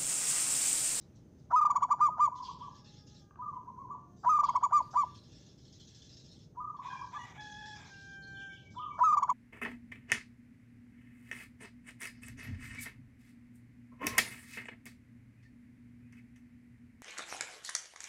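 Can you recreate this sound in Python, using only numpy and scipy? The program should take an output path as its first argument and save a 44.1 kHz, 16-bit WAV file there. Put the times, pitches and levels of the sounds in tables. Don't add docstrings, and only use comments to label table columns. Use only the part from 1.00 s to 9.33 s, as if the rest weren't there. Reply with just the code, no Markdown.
import sys
import numpy as np
from scipy import signal
from scipy.fft import rfft, irfft
from scipy.io import wavfile
from scipy.ndimage import uniform_filter1d

SR = 44100
rng = np.random.default_rng(int(sys.argv[2]) if len(sys.argv) > 2 else 0)


def store_pcm(level_fs):
    pcm = np.round(np.clip(level_fs, -1, 1) * 32767).astype(np.int16)
    wavfile.write(sys.argv[1], SR, np.atleast_2d(pcm).T)


N = 367353
T = np.arange(N) / SR

# time of the flip to the high voice in seconds, time held in ms
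# (None if it slides into the next note), top pitch in Hz, level in dB.
NEAR_COOS = [(.559, 45, 1265, -20), (.612, 29, 1230, -21), (.653, 19.6, 1214, -18.5),
             (.704, 16.5, 1168, -19.5), (.761, 14.7, 1150, -18), (.828, 17.5, 1153, -18),
             (.912, 23.7, 1186, -18.5), (1.011, 72, 1218, -19), (1.205, 69, 1206, -20),
             (3.291, None, 1264, -21), (3.338, 47.5, 1224, -22), (3.39, 23.5, 1202, -20),
             (3.437, 19, 1172, -19.5), (3.492, 9.1, 1100, -18), (3.559, 12.6, 1121, -17),
             (3.636, 23, 1168, -18.5), (3.73, 71.7, 1203, -19.5), (3.971, 61, 1185, -20.5),
             (8.036, None, 1299, -20), (8.081, 43, 1228, -21.5), (8.125, 25, 1231, -19),
             (8.172, 19.3, 1175, -18.5), (8.229, 13.2, 1133, -18.5), (8.297, 13, 1131, -18)]
FAR_COOS = [(1.1, 65, 1244, -39.5), (1.335, 19.2, 1111, -36), (1.41, 18.8, 1076, -34.5),
            (1.493, 15.3, 1120, -34), (1.625, 54, 1160, -39.5), (2.42, None, 1233, -39.5),
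            (2.465, 51, 1195, -37), (2.535, 40, 1053, -37.5), (2.69, 9.2, 1064, -39.5),
            (2.79, 64, 1105, -39.5), (2.908, 37.5, 1163, -35.5), (5.602, None, 1228, -38),
            (5.655, 53.4, 1240, -39), (5.7, 31.6, 1250, -44.5), (5.75, 19.2, 1165, -41),
            (5.798, 18, 1118, -35), (5.862, 22, 1106, -33), (5.935, 20, 1095, -33), (6.02, 20, 1128, -36),
            (6.145, 43, 1194, -38), (7.795, 99, 1234, -39), (7.893, 30, 1207, -40), (7.95, 15, 1147, -42.5)]
# ringing pitch in Hz, width in Hz, gain in dB.
THROAT_SAC = [(995, 55, -1), (1210, 170, 0), (650, 300, -14)]
# start in seconds, length in seconds, pitch in Hz, first and last
# level in dB, gain of the lowest tone in dB, rattle from 0 to 1.
NEAR_CROW = [(5.885, .22, 812, -54, -70.5, -2.5, 0.77), (6.14, 0.041, 855, -71, -48.5, 1, 0.52),
             (6.18, .08, 972, -47.5, -50, -7, 0.44), (6.26, 0.074, 956, -63, -65.5, 1, 0.61),
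             (6.37, 0.42, 843.8, -56, -57.5, 3.5, 0.53), (6.78, 0.094, 806, -66, -64, -18, 0.45),
             (6.89, 0.694, 790.5, -62, -53.5, -7.5, 0.07)]
FAR_CROW = [(1.4, .8, 415.8, -74.5, -74, -28, 0.26), (2.2, .6, 405.4, -73.5, -85.5, -27, .3),
            (2.9, .3, 355, -78.5, -78, -8, 0.34)]
# start in seconds, length in seconds, level in dB.
VOICE_BREAKS = [(5.81, 0.078, -57.5), (6.113, .05, -56.5), (6.221, .11, -59.5), (6.331, 0.055, -56.5),
                (6.74, 0.17, -60.5)]
# start in seconds, length in seconds, level in dB, brightness in dB per octave.
HIGH_RASPS = [(.005, 0.022, -67, 4), (.15, 0.021, -69.5, 2.5), (.38, .06, -77, 2.5),
              (1.35, 0.046, -60.5, -3.5), (1.42, 0.11, -61.5, 2.5), (1.58, 0.17, -68.5, -3.5),
              (1.742, 0.063, -63.5, -5.5), (1.84, .17, -62, -5.5), (2.064, .06, -62, -3),
              (2.14, 0.063, -61.5, -3), (3.16, 0.23, -74, 8), (3.43, .08, -62, -6), (3.8, 0.074, -75, 2.5),
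              (3.905, .06, -62.5, 4), (4.02, 0.13, -67, -8), (4.142, 0.039, -59, -3.5),
              (4.23, 0.093, -65.5, -3.5), (4.315, .13, -61, -3.5), (4.46, 0.075, -63, -3.5),
              (5.76, 0.035, -75, -12), (5.85, 0.28, -63.5, 1), (6.13, .17, -64.5, 2.5),
              (6.4, .24, -59.5, -2), (6.65, 0.16, -56.5, -2), (6.84, 0.21, -61.5, -3),
              (7.0, 0.14, -62.5, -2), (7.265, .06, -70, 5.5), (7.385, 0.048, -70, 5.5),
              (7.52, .15, -74, 0.5), (7.7, 0.095, -68.5, 2.5), (7.93, 0.041, -77.5, 9)]
# start in seconds, length in ms, first and last pitch in Hz, level in dB,
# harshness from 0 to 1.
CHIRPS = [(1.589, 55, 3634, 2890, -59, 0.6), (3.815, 36, 4620, 4583, -60, .6),
          (4.14, 40, 8700, 8360, -77, 0.67), (4.168, 33.5, 4200, 4010, -58, 0.62),
          (5.31, 31, 8700, 8400, -73.5, 0.44), (5.82, 89, 3746, 3270, -60, 0.5),
          (5.83, 130, 2480, 2480, -59.5, .3), (5.91, 98, 2470, 2300, -54.5, 0.18),
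          (6.13, 63, 3300, 3583, -61, 0.1), (6.335, 46, 2265, 2270, -63, 0),
          (6.938, 15, 2850, 2700, -60, 0), (7.217, 48, 4300, 4230, -52, 0.34)]
# ms from the call's time, then the same columns as for a chirp.
SHRIEK_NOTES = [(0, 49, 5000, 4550, 4, .9), (10, 70, 3500, 3050, 0.5, 0.6)]
SONG_NOTES = [(-33, 51, 3600, 3250, -9, 0.092), (-1.5, 8.5, 3180, 3010, 3.5, 0.09),
              (16.5, 36, 3800, 2500, -3, .15), (118.5, 40, 2330, 2220, -5, .05)]
# time in seconds, level in dB.
SHRIEK_TIMES = [(1.42, -53.5), (3.43, -58.5)]
SONG_TIMES = [(7.372, -52), (7.53, -53), (7.784, -51)]
# time in seconds, strength in dB.
KNOCKS = [(2.309, -59), (2.358, -58.5)]
# pitch in Hz, width in Hz, gain in dB.
WOOD_RINGS = [(1178, 67, 4.5), (1550, 130, -5.5), (2670, 500, -6.5)]
# time in seconds, relative level in dB.
ENGINE_LEVELS = [(0, -52.5), (.8, -59), (1.2, -67), (3.6, -60), (3.8, -46), (4.3, -55.5), (7.8, -64.5),
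                 (8.1, -59.5), (8.33, -58)]
# frequency in Hz, relative strength there in dB.
DOVE_OVERTONES = [(2000, -23.5), (2450, -35.5), (3000, -28.5), (3600, -46), (4200, -37.5), (4850, -37.5),
                  (6100, -35), (6800, -23.5), (7300, -37), (8500, -53), (10000, -59), (15000, -71.5)]
BREATH_COLOUR = [(300, -46.5), (750, 3), (1000, 1), (1300, 3.5), (1900, -27), (2600, -47), (6500, -35.5),
                 (9000, -70)]
NEAR_COCK_THROAT = [(1100, 11), (1700, 3.5), (2400, -14.5), (3150, -13.5), (3380, -2.5), (4200, -73),
                    (5500, -24), (6900, -23), (8000, -43), (9300, -38.5), (12000, -48)]
FAR_COCK_THROAT = [(400, 21), (830, -3.5), (1250, -5.5), (1650, -8.5), (2100, -25.5), (4000, -25.5)]
CROW_RASP_COLOUR = [(500, -25), (800, 0.5), (1200, -9), (1900, -10), (2450, -4.5), (2750, -21.5),
                    (3500, -9.5), (4300, -29), (7000, -21.5), (9000, -46)]
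HIGH_RASP_COLOUR = [(760, -35.5), (1300, -41), (1360, -19.5), (1760, -12.5), (2240, -17), (2370, -16),
                    (3560, 2), (4490, -0.5), (5380, 4.5), (6690, -1.5), (7350, -6.5), (9560, -48),
                    (16200, -120)]
TRAFFIC_COLOUR = [(15, -49.5), (25, -38), (47, -6), (130, 3), (383, -11.5), (554, -19), (634, -19),
                  (738, -36.5), (790, -20.5), (859, -31), (1400, -45), (1820, -65.5), (3080, -120)]
HISS_COLOUR = [(900, -30.5), (1500, -12.5), (2400, -18.5), (3400, -21), (5400, -14), (6270, -2.5),
               (7350, -21), (9500, -23.5), (14200, -34), (14700, -12.5), (15600, -20.5)]


def dove(coos, lead_level, catch_ms, breath_db, overtone_db):
    pitch, effort, closure, breath = np.full(N, 900.), np.zeros(N), np.zeros(N), np.zeros(N)
    last_end = 0
    next_starts = [coo[0] for coo in coos[1:]] + [N]
    for (start, held_ms, top_hz, db), next_start in zip(coos, next_starts):
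        slides = held_ms is None
        held = next_start - start if slides else held_ms / 1000
        before_ms, after_ms = 1000 * (start - last_end), 1000 * (next_start - start - held)
        last_end = start + held
        lead = max(min(catch_ms + 2.6 + .1 * before_ms, 35, before_ms / 2), .1) / 1000
        tail = max(min(10.5 + 100 * held, after_ms / 2), .1) / 1000
        span = slice(round((start - lead - .03) * SR), round((last_end + tail + .0091) * SR))
        t = T[span] - start
        progress, onset = t / held, -lead - .003

        rise_hz = 50 if before_ms < .1 else 40.2
        droop_hz = (60.13 + 1200 * held) * (.7 if slides else 1)
        high_hz = top_hz - np.where(progress < .3, rise_hz * (1 - progress / .34) ** 2,
                                    droop_hz * ((progress - .3) / .66) ** 2)
        low_hz = np.interp(t, [onset, onset + .006, -.12 * lead, 0, held, held + .3 * tail, held + tail],
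                           [790, 955, 1020, 1070, 1020, 950, 950 - 24000 * tail])
        note_hz = np.where((progress > 0) & (progress < 1), high_hz, low_hz)
        pitch[span] = np.where(t < -lead, pitch[span], note_hz)

        lead_gain, tail_gain = lead_level + 8 * lead, min(.014 * after_ms, 1.3)
        outline = [(onset, 0), (min(.011 - lead, -.3 * lead), lead_gain), (-.1 * lead, lead_gain),
                   (0, 1), (.91 * held, .95), (held, .95 if slides else .45),
                   (held + .25 * tail, tail_gain), (held + .5 * tail, .31 * tail_gain),
                   (held + tail + .0019, 0)]
        swell = np.interp(t, *np.transpose(outline))
        overshoot = np.where(t > 0, .23 * np.exp(-np.abs(t) / .006), 0) * min(lead / .00326, 1)
        effort[span] = np.maximum(effort[span], amp(db) * (swell + overshoot))
        hardness = np.interp(t, [-lead - .001, -.001, .001, .35 * held, .69 * held, held, held + .0043],
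                             [0, .25, .6, 1, .8, .7 if slides else .15, 0])
        closure[span] = np.maximum(closure[span], amp(db) * hardness)
        rush = np.interp(t, [-lead - .028, -lead - .005, -lead + .019], [0, 1, 0]) ** 2
        breath[span] += amp(db + breath_db) * rush * lead / .035

    pitch, effort = uniform_filter1d(pitch, size=70), uniform_filter1d(effort, size=110)
    phase = 2 * np.pi * np.cumsum(pitch) / SR
    active, flicker = np.nonzero(closure)[0], drift(35)
    shaky_phase = phase[active] + .045 * drift(250)[active]
    out = resonate(effort * np.sin(phase), THROAT_SAC)
    out += breath * coloured(rng.standard_normal(N), BREATH_COLOUR)
    for k in range(2, 13):
        flicker_db = 3 * np.roll(flicker, k * SR // 3)[active] * (k > 2)
        gain = amp(at_hz(DOVE_OVERTONES, k * pitch[active]) + overtone_db + flicker_db)
        out[active] += closure[active] * gain * np.sin(k * shaky_phase)
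    return out


def cock(notes, breaks, throat, rattle_hz):
    out, rasp = np.zeros(N), coloured(rng.standard_normal(N), CROW_RASP_COLOUR)
    waver, wander = drift(61), drift(3)
    for start, length, hz, first_db, last_db, lowest_db, rattle in notes:
        span, progress, fade = crow_outline(start, length)
        throb_db = 1.5 * (1 - rattle) * np.cos(2 * np.pi * progress * length / .261)
        pitch = hz * (1 + .002 * wander[span] + .018 * rattle * waver[span])
        phase = 2 * np.pi * np.cumsum(pitch) / SR
        overtones = sum(amp(at_hz(throat, k * hz)) * np.sin(k * phase + k * k) for k in range(2, 13))
        overtones *= 1 + rattle * np.sin(2 * np.pi * rattle_hz * T[span] + .98 * waver[span])
        tone = np.sqrt(2) * (overtones + amp(lowest_db) * np.sin(phase))
        voice = tone + amp(-18.5) * rattle * rasp[span]
        out[span] += fade * amp(first_db + (last_db - first_db) * progress + throb_db) * voice
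    for start, length, db in breaks:
        span, _, fade = crow_outline(start, length)
        out[span] += fade * amp(db) * rasp[span]
    return out


def crow_outline(start, length, attack_s=.025, release_share=.06):
    span = slice(round(start * SR), round((start + length) * SR))
    t = T[span] - start
    progress = t / length
    return span, progress, np.clip(np.minimum(t / attack_s, (1 - progress) / release_share), 0, 1)


def high_rasps(attack_s=.0088, sag_db=4.5, release_db_per_s=300, chatter_step_s=.0737):
    buzz = coloured(rng.standard_normal(N) * amp(.97 * drift(120)), HIGH_RASP_COLOUR)
    chatter = [(start, .8 * chatter_step_s, -57 - 46.5 * (start - 4.985) ** 2, -1.5)
               for start in 4.572 + chatter_step_s * np.arange(12)]
    level, brightness = np.zeros(N), np.zeros(N)
    for start, length, db, db_per_octave in sorted(HIGH_RASPS + chatter):
        span = slice(round(start * SR), round((start + length + .2) * SR))
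        t = T[span] - start
        fall_db = sag_db * np.minimum(t / length, 1) + release_db_per_s * np.maximum(t - length, 0)
        level[span] = np.maximum(level[span], amp(db - fall_db) * np.clip(t / attack_s, 0, 1))
        brightness[span] = db_per_octave
    out, edges_hz, flicker = 0, np.geomspace(1200, 11000, num=11), drift(15)
    for k, (low, high) in enumerate(zip(edges_hz, edges_hz[1:])):
        band = signal.sosfilt(signal.butter(2, [low, high], "band", fs=SR, output="sos"), buzz)
        octaves = np.log2(np.sqrt(low * high) / 5000)
        out += band * amp(brightness * octaves + 1.5 * np.roll(flicker, k * SR // 2))
    return level * rms_one(out)


def whistling_birds():
    out, shake, notes = np.zeros(N), drift(410), list(CHIRPS)
    for times, call in [(SHRIEK_TIMES, SHRIEK_NOTES), (SONG_TIMES, SONG_NOTES)]:
        for start, db in times:
            for offset_ms, ms, first_hz, last_hz, note_db, harsh in call:
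                notes.append((start + offset_ms / 1000, ms, first_hz, last_hz, db + note_db, harsh))
    for start, ms, first_hz, last_hz, db, harsh in notes:
        n, at = round(ms * SR / 1000), round(start * SR)
        glide = np.sin(2 * np.pi * np.cumsum(np.linspace(first_hz, last_hz, n)) / SR)
        roughness = 1 - harsh + harsh * shake[at:at + n]
        out[at:at + n] += amp(db) * glide * np.sqrt(np.hanning(n)) * roughness
    return out


def wood_knocks():
    clicks = np.zeros(N)
    for start, db in KNOCKS:
        clicks[round(start * SR)] = amp(db + 45.5)
    taps = signal.sosfilt(signal.butter(4, 1500, fs=SR, output="sos"), clicks)
    return resonate(taps, WOOD_RINGS)


def traffic_and_hiss():
    rumble = coloured(rng.standard_normal(N), TRAFFIC_COLOUR) * amp(-57 + 1.2 * drift(2))
    engine = rms_one(resonate(rng.standard_normal(N), [(97, 53, 0)]))
    engine *= amp(np.interp(T, *np.transpose(ENGINE_LEVELS)) - 11)
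    hiss = coloured(rng.standard_normal(N), HISS_COLOUR) * amp(-83.5 + 1.5 * drift(7.1))
    return rumble + engine + hiss


def garden_echo(x, echo_db, decay_s):
    t = T[:SR]
    tail = rng.standard_normal(SR) * amp(-60 * t / decay_s) * np.minimum(t / .017, 1)
    return x + amp(echo_db) * signal.fftconvolve(x, tail / np.sqrt(np.sum(tail ** 2)))[:N]


def resonate(x, rings):
    out = 0
    for hz, width_hz, db in rings:
        r = np.exp(-np.pi * width_hz / SR)
        feedback = [1, -2 * r * np.cos(2 * np.pi * hz / SR), r * r]
        out += amp(db) * signal.lfilter(np.array([1, 0, -1]) * (1 - r * r) / 2, feedback, x + 1e-18)
    return out


def coloured(x, colour):
    hz = np.maximum(np.arange(N // 2 + 1) * SR / N, 1)
    return rms_one(irfft(rfft(x) * amp(at_hz(colour, hz)), N))


def at_hz(colour, hz):
    row_hz, row_db = np.transpose(colour)
    return np.interp(np.log(hz), np.log(row_hz), row_db)


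def drift(rate_hz):
    r = np.exp(-2 * np.pi * rate_hz / SR)
    return rms_one(signal.lfilter([1], [1, -2 * r, r * r], rng.standard_normal(N + SR))[SR:])


def rms_one(x):
    return x / np.sqrt(np.mean(x ** 2) + 1e-20)


def amp(db):
    return 10 ** (np.asarray(db) / 20)


def scene():
    near = dove(NEAR_COOS, lead_level=1, catch_ms=.19, breath_db=-13, overtone_db=-2.5)
    near = garden_echo(near, echo_db=-18.5, decay_s=.35)
    far = dove(FAR_COOS, lead_level=.9, catch_ms=6.1, breath_db=-21, overtone_db=-18.5)
    far = garden_echo(far + wood_knocks(), echo_db=-5, decay_s=.43)
    cocks = cock(NEAR_CROW, VOICE_BREAKS, NEAR_COCK_THROAT, rattle_hz=42.04)
    cocks += cock(FAR_CROW, [], FAR_COCK_THROAT, rattle_hz=30)
    yard = garden_echo(cocks, echo_db=-7, decay_s=.5)
    rasps = garden_echo(high_rasps(), echo_db=-8.5, decay_s=.15)
    whistles = garden_echo(whistling_birds(), echo_db=0, decay_s=.45)
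    return (near + far + yard + rasps + whistles + traffic_and_hiss())[None]


def record(dry, cutoff_hz=15500):
    return signal.sosfilt(signal.ellip(10, .5, 70, cutoff_hz, fs=SR, output="sos"), dry)


dry = scene()
out = record(dry)
store_pcm(out)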